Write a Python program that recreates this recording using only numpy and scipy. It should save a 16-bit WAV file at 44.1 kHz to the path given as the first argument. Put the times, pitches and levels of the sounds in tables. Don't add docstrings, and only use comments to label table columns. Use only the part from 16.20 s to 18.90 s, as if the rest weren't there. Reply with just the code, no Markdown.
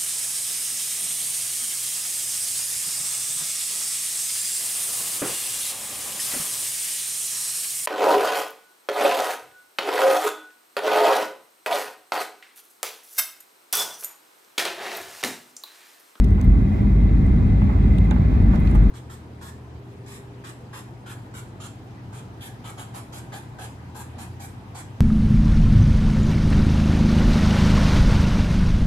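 import sys
import numpy as np
from scipy import signal
from scipy.fft import rfft, irfft
from scipy.io import wavfile
from scipy.ndimage import uniform_filter1d

SR = 44100
rng = np.random.default_rng(int(sys.argv[2]) if len(sys.argv) > 2 else 0)


def magnitude_from_level(level_db):
    exponent = np.asarray(level_db, float) / 20
    return 10 ** exponent


def wav_out(sig):
    wavfile.write(sys.argv[1], SR, np.round(np.clip(np.atleast_2d(sig).T, -1, 1) * 32767).astype(np.int16))


N = 119070
T = np.arange(N) / SR
F = np.fft.rfftfreq(N, 1 / SR) + 1e-3
PORT_LAG_S = 21 / 44100

# (frequency [Hz], share [0-1])
PORT_LIKENESS = [(40, .995), (85, .968), (180, .955), (350, .68), (700, .45), (2500, .72), (5000, .42),
                 (12000, .36)]
# (frequency [Hz], level difference [dB])
PORT_LEAN = [(60, 0.5), (210, -0.5), (320, 4.5), (490, 0), (740, -1), (1130, -9), (1700, -4.5), (2200, 2.5),
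             (4000, 0)]
# (frequency [Hz], density [dB per Hz])
VENT_HISS = [(4000, -7), (5000, -1.5), (7000, -10.5), (8300, -12), (12500, -8), (15800, -12.5)]
# (time [s], peak [dB], t60 [s], left over right [dB])
PANEL_KNOCKS = [
    (.179, -32, .05, 2),
    (1.418, -27, 0.015, 1),
    (1.492, -27, 0.099, -5.5),
    (1.9112, -25.5, 0.061, -16.5),
    (1.96, -31.5, 0.059, -11.5),
    (2.333, -27, .07, -8),
    (2.549, -27, .05, -8),
]
# (frequency [Hz], level [dB])
PANEL_MODES = [(600, -2), (860, 4.5), (1250, 0), (1560, -9), (2150, -10)]
# (time [s], peak [dB], centre [Hz], lower ring [dB], left over right [dB])
TRIM_TICKS = [(.041, -39, 4980, -5, -12.5), (.0445, -39, 10600, -7, -12), (.0874, -47, 7560, -5, 10.5),
              (.1064, -47.5, 7300, -16.5, -2), (.2122, -36, 6080, -6, -7.5),
              (0.2146, -42.5, 12000, -27, -9), (.2430, -42.5, 12470, -2.5, -12.5),
              (1.0652, -47, 6600, -13, 4.5), (1.2726, -55.5, 7240, -3, 5.5), (1.7828, -38.5, 7500, 5, -18),
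              (1.7835, -50.5, 12940, -15.5, -15.5), (1.8470, -50, 11780, -20, -3),
              (1.9092, -32, 5800, 4.5, 9.5), (2.2214, -45, 7300, 0, 3), (2.2250, -55.5, 12760, -26, 3),
              (2.3451, -55, 6050, -3, 1.5), (2.3560, -48.5, 7280, 1.5, -2.5),
              (2.4010, -44, 12800, -17.5, -9), (2.4720, -34, 5000, 14, -3), (2.5052, -57, 14200, -24, -2),
              (2.5120, -43.5, 7680, -5, -6.5), (2.5501, -40, 10470, -16.5, -5),
              (2.5570, -40, 6700, -5.5, 1), (2.6356, -49.5, 9880, -26, 1)]
# (start [s], length [s], level [dB], centre [Hz])
CLOTH_RUSTLES = [
    (.2, .13, -72, 11000),
    (2.30, .1, -58, 3900),
    (2.44, .07, -61, 4200),
    (2.4, .19, -66, 9500),
    (2.31, .08, -65, 7000),
    (2.535, .045, -63, 6000),
    (2.49, .08, -69, 13500),
]
# (time [s], level [dB])
ENGINE_THRUST = [(0.05, -44.5), (1.83, -42), (2.4, -40.5), (2.7, -40.5)]
# (frequency [Hz], density [dB per Hz])
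JET_ROAR = [(420, 4), (500, -6), (790, -10.5), (1280, -17.5), (1800, -20.5), (2600, -25), (2950, -30.5),
            (3600, -32.5), (5500, -40.5)]
# (frequency [Hz], width [Hz], level [dB])
FAN_WHINE = [(770, 80, -2.5), (2051, 140, -4.5), (2464, 40, -17.5), (3303, 130, -17), (3830, 140, -20),
             (7300, 800, -23.5), (15650, 130, -30.5)]
# (start [s], frequency [Hz], width [Hz], level [dB])
LATE_WHISTLE = (1.62, 12720, 170, -81)
# (time [s], level [dB])
WHEEL_SHAKE = [(0.0, -9), (0.04, -16), (0.08, -23.5), (0.15, -17.5), (0.22, -33.5), (0.28, -8), (0.59, -35),
               (0.6, -18), (1.47, -19), (1.48, -26), (1.68, -16.5), (1.77, -20), (1.82, -19.5),
               (2.04, -23.5), (2.29, -13.5), (2.35, -23), (2.66, -12.5), (2.7, -25)]
# (frequency [Hz], width [Hz], level [dB])
FUSELAGE_MODES = [(44.04, 20, -6.5), (50.67, 7.2, 2), (62.54, 9.7, -4), (100.6, 18, -6), (152.3, 35, -11.5),
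                  (195.1, 22, -9.5), (244.8, 50.3, -18)]
# (frequency [Hz], density [dB per Hz])
CABIN_BOOM = [(15, -42), (25, -3.5), (54, 7.5), (107, -8), (124, -10), (200, -9), (406, -26.5),
              (494, -36.5), (700, -33.5), (910, -69.5), (1540, -120)]


def over_hz(table):
    a = np.array(table, float)
    return np.interp(np.log(F), np.log(a[:, 0]), a[:, 1])


def over_time(table):
    return np.interp(T, *np.array(table, float).T)


def unit(x):
    return x / np.sqrt(np.mean(x ** 2))


def ring(hz, width_hz):
    return 1 / (1 + 1j * (F / hz - hz / F) * hz / width_hz)


def slope(table, lo_hz, hi_hz):
    low_end = np.sqrt((1 + (lo_hz / F) ** 12) * (1 + (F / hi_hz) ** 8))
    return magnitude_from_level(over_hz(table)) / low_end


def band_pass(x, hz, width_hz):
    lo = max(hz - width_hz / 2, 100)
    hi = min(hz + width_hz / 2, .49 * SR)
    return unit(signal.sosfilt(signal.butter(2, [lo, hi], "band", fs=SR, output="sos"), x))


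def ringing_noise(source, gain):
    return unit(irfft(rfft(source) * gain, N))


def walk(rate_hz):
    step = 32
    f = F[:N // step // 2 + 1]
    drift = rfft(rng.standard_normal(N // step)) / (1 + (f / rate_hz) ** 2)
    slow = irfft(drift * (f > .1), N // step)
    return np.interp(T, T[::step][:len(slow)], unit(slow))


def field(gain, lag_s, swell_db, flicker_db, rate_hz):
    likeness = np.clip(over_hz(PORT_LIKENESS), 0, 1)
    mid, side = rfft(rng.standard_normal((2, N)))
    mid = np.sqrt(1 + likeness) * mid
    side = np.sqrt(1 - likeness) * side
    lean = magnitude_from_level(over_hz(PORT_LEAN) / 2)
    left = (mid + side) * lean
    right = (mid - side) / lean * np.exp(-2j * np.pi * F * lag_s)
    pair = np.array([left, right]) * gain
    out, swell = 0, walk(rate_hz / 4)
    for k in np.arange(8, 29):
        half_octave = np.cos(np.pi / 2 * np.clip(2 * np.log2(F) - k, -1, 1)) ** 2
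        if np.any(np.abs(gain * half_octave) > 1e-3 * np.abs(gain).max()):
            motion = magnitude_from_level(swell_db * swell + flicker_db * walk(rate_hz))
            out = out + irfft(pair * half_octave, N) * motion
    return unit(out)


def place(out, start_s, x, peak_db, pan_db, lag_s):
    for ch, (lag, side_db) in enumerate([(0, pan_db / 2), (lag_s, -pan_db / 2)]):
        i = int((start_s + lag) * SR)
        x = x[:N - i]
        out[ch, i:i + len(x)] += x * magnitude_from_level(peak_db + side_db) / np.abs(x).max()


def fade(t, t60_s):
    return np.exp(-np.log(1000) * t / t60_s)


def air_vents():
    return field(slope(VENT_HISS, 4200, 17000), 0, 0.57, .6, 15) * magnitude_from_level(-67)


def cloth_rustles():
    out = np.zeros((2, N))
    for start_s, length_s, db, hz in CLOTH_RUSTLES:
        grain = rng.standard_normal((2, N)) * magnitude_from_level(4.5 * walk(140))
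        swell = np.sin(np.pi * np.clip((T - start_s) / length_s, 0, 1))
        out = out + magnitude_from_level(db) * swell * ringing_noise(grain, ring(hz, .9 * hz) ** 2)
    return out


def trim_ticks():
    out, t = np.zeros((2, N)), T[:SR // 5]
    for start_s, peak_db, hz, low_db, pan_db in TRIM_TICKS:
        crack = rng.standard_normal(len(t))
        bright = band_pass(crack, hz, .65 * hz) * fade(t, .012)
        low = band_pass(crack, 3200, 1400) * fade(t, .022)
        x = (bright + magnitude_from_level(low_db) * low) * np.minimum(t / 0.00068, 1)
        place(out, start_s, x, peak_db, pan_db, PORT_LAG_S)
    return out


def panel_knocks():
    out, t = np.zeros((2, N)), T[:SR // 5]
    rattle_hz, rattle_db, tail_db = 1150, 3, -10
    for start_s, peak_db, t60_s, pan_db in PANEL_KNOCKS:
        x = 0
        for hz, mode_db in PANEL_MODES:
            level_chance, pitch_chance = rng.standard_normal(2)
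            tone = np.sin(2 * np.pi * hz * (1 + 0.03 * pitch_chance) * t)
            x = x + magnitude_from_level(mode_db + 3.1 * level_chance) * tone * fade(t, t60_s * (900 / hz) ** 0.9)
        rattle = band_pass(rng.standard_normal(len(t)), rattle_hz, 1500)
        rattle = band_pass(rattle, rattle_hz, 1700)
        decay = fade(t, t60_s) + magnitude_from_level(tail_db) * fade(t, 4 * t60_s)
        x = x + magnitude_from_level(rattle_db) * rattle * decay
        place(out, start_s, x * np.minimum(t / .0016, 1), peak_db, pan_db, PORT_LAG_S / 2)
    return out


def engines():
    thrust = over_time(ENGINE_THRUST)
    roar = field(slope(JET_ROAR, 546, 5600), PORT_LAG_S, 0.27, 1.0, 7.2) * magnitude_from_level(thrust + 1.54)
    whine_gain = sum(magnitude_from_level(db) * np.abs(ring(hz, w)) ** 2 / np.sqrt(w) for hz, w, db in FAN_WHINE)
    whine_db = -48 + .3 * (thrust - thrust.mean())
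    whine = field(whine_gain, PORT_LAG_S, .6, .6, 8) * magnitude_from_level(whine_db)
    start_s, hz, width_hz, db = LATE_WHISTLE
    whistle = ringing_noise(rng.standard_normal((2, N)), ring(hz, width_hz) ** 2)
    whistle = whistle * magnitude_from_level(db) * np.clip((T - start_s) / .1, 0, 1)
    return roar + whine + whistle


def rumble():
    shake = over_time(WHEEL_SHAKE)
    shake = shake - shake.mean()
    soft_shake = 0.17 * shake
    low_gain = sum(magnitude_from_level(db) * ring(hz, w) ** 2 for hz, w, db in FUSELAGE_MODES if hz < 80)
    high_gain = sum(magnitude_from_level(db) * ring(hz, w) ** 2 for hz, w, db in FUSELAGE_MODES if hz >= 80)
    low = field(low_gain, 0, .2, .2, 4.7)
    power = uniform_filter1d((low ** 2).mean(0), size=2500)
    power = uniform_filter1d(power, size=2500)
    steadiness = .75
    low = low / (power + 0.035) ** (steadiness / 2) * magnitude_from_level(-17 + shake)
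    high = field(high_gain, 0, .2, 0.2, 4.6) * magnitude_from_level(-22.5 + soft_shake)
    boom = field(slope(CABIN_BOOM, 72.5, 560), 0, 0.17, 0.58, 23) * magnitude_from_level(-20 + soft_shake)
    return low + high + boom


def scene():
    trim = cloth_rustles() + trim_ticks() + panel_knocks()
    return air_vents() + trim + engines() + rumble()


def band_limit(x):
    return signal.sosfilt(signal.butter(12, 15830, fs=SR, output="sos"), x)


def record(dry):
    heard = irfft(rfft(dry) / np.sqrt(1 + (38 / F) ** 10), N)
    push = uniform_filter1d(np.abs(heard).mean(0), size=900)
    opening, opening_s = .6, .006
    opened = 1 - (1 - opening) * np.exp(-T / opening_s)
    gain = magnitude_from_level(2.0) * opened / (1 + push)
    return band_limit(heard * gain)


dry = scene()
out = record(dry)
wav_out(out)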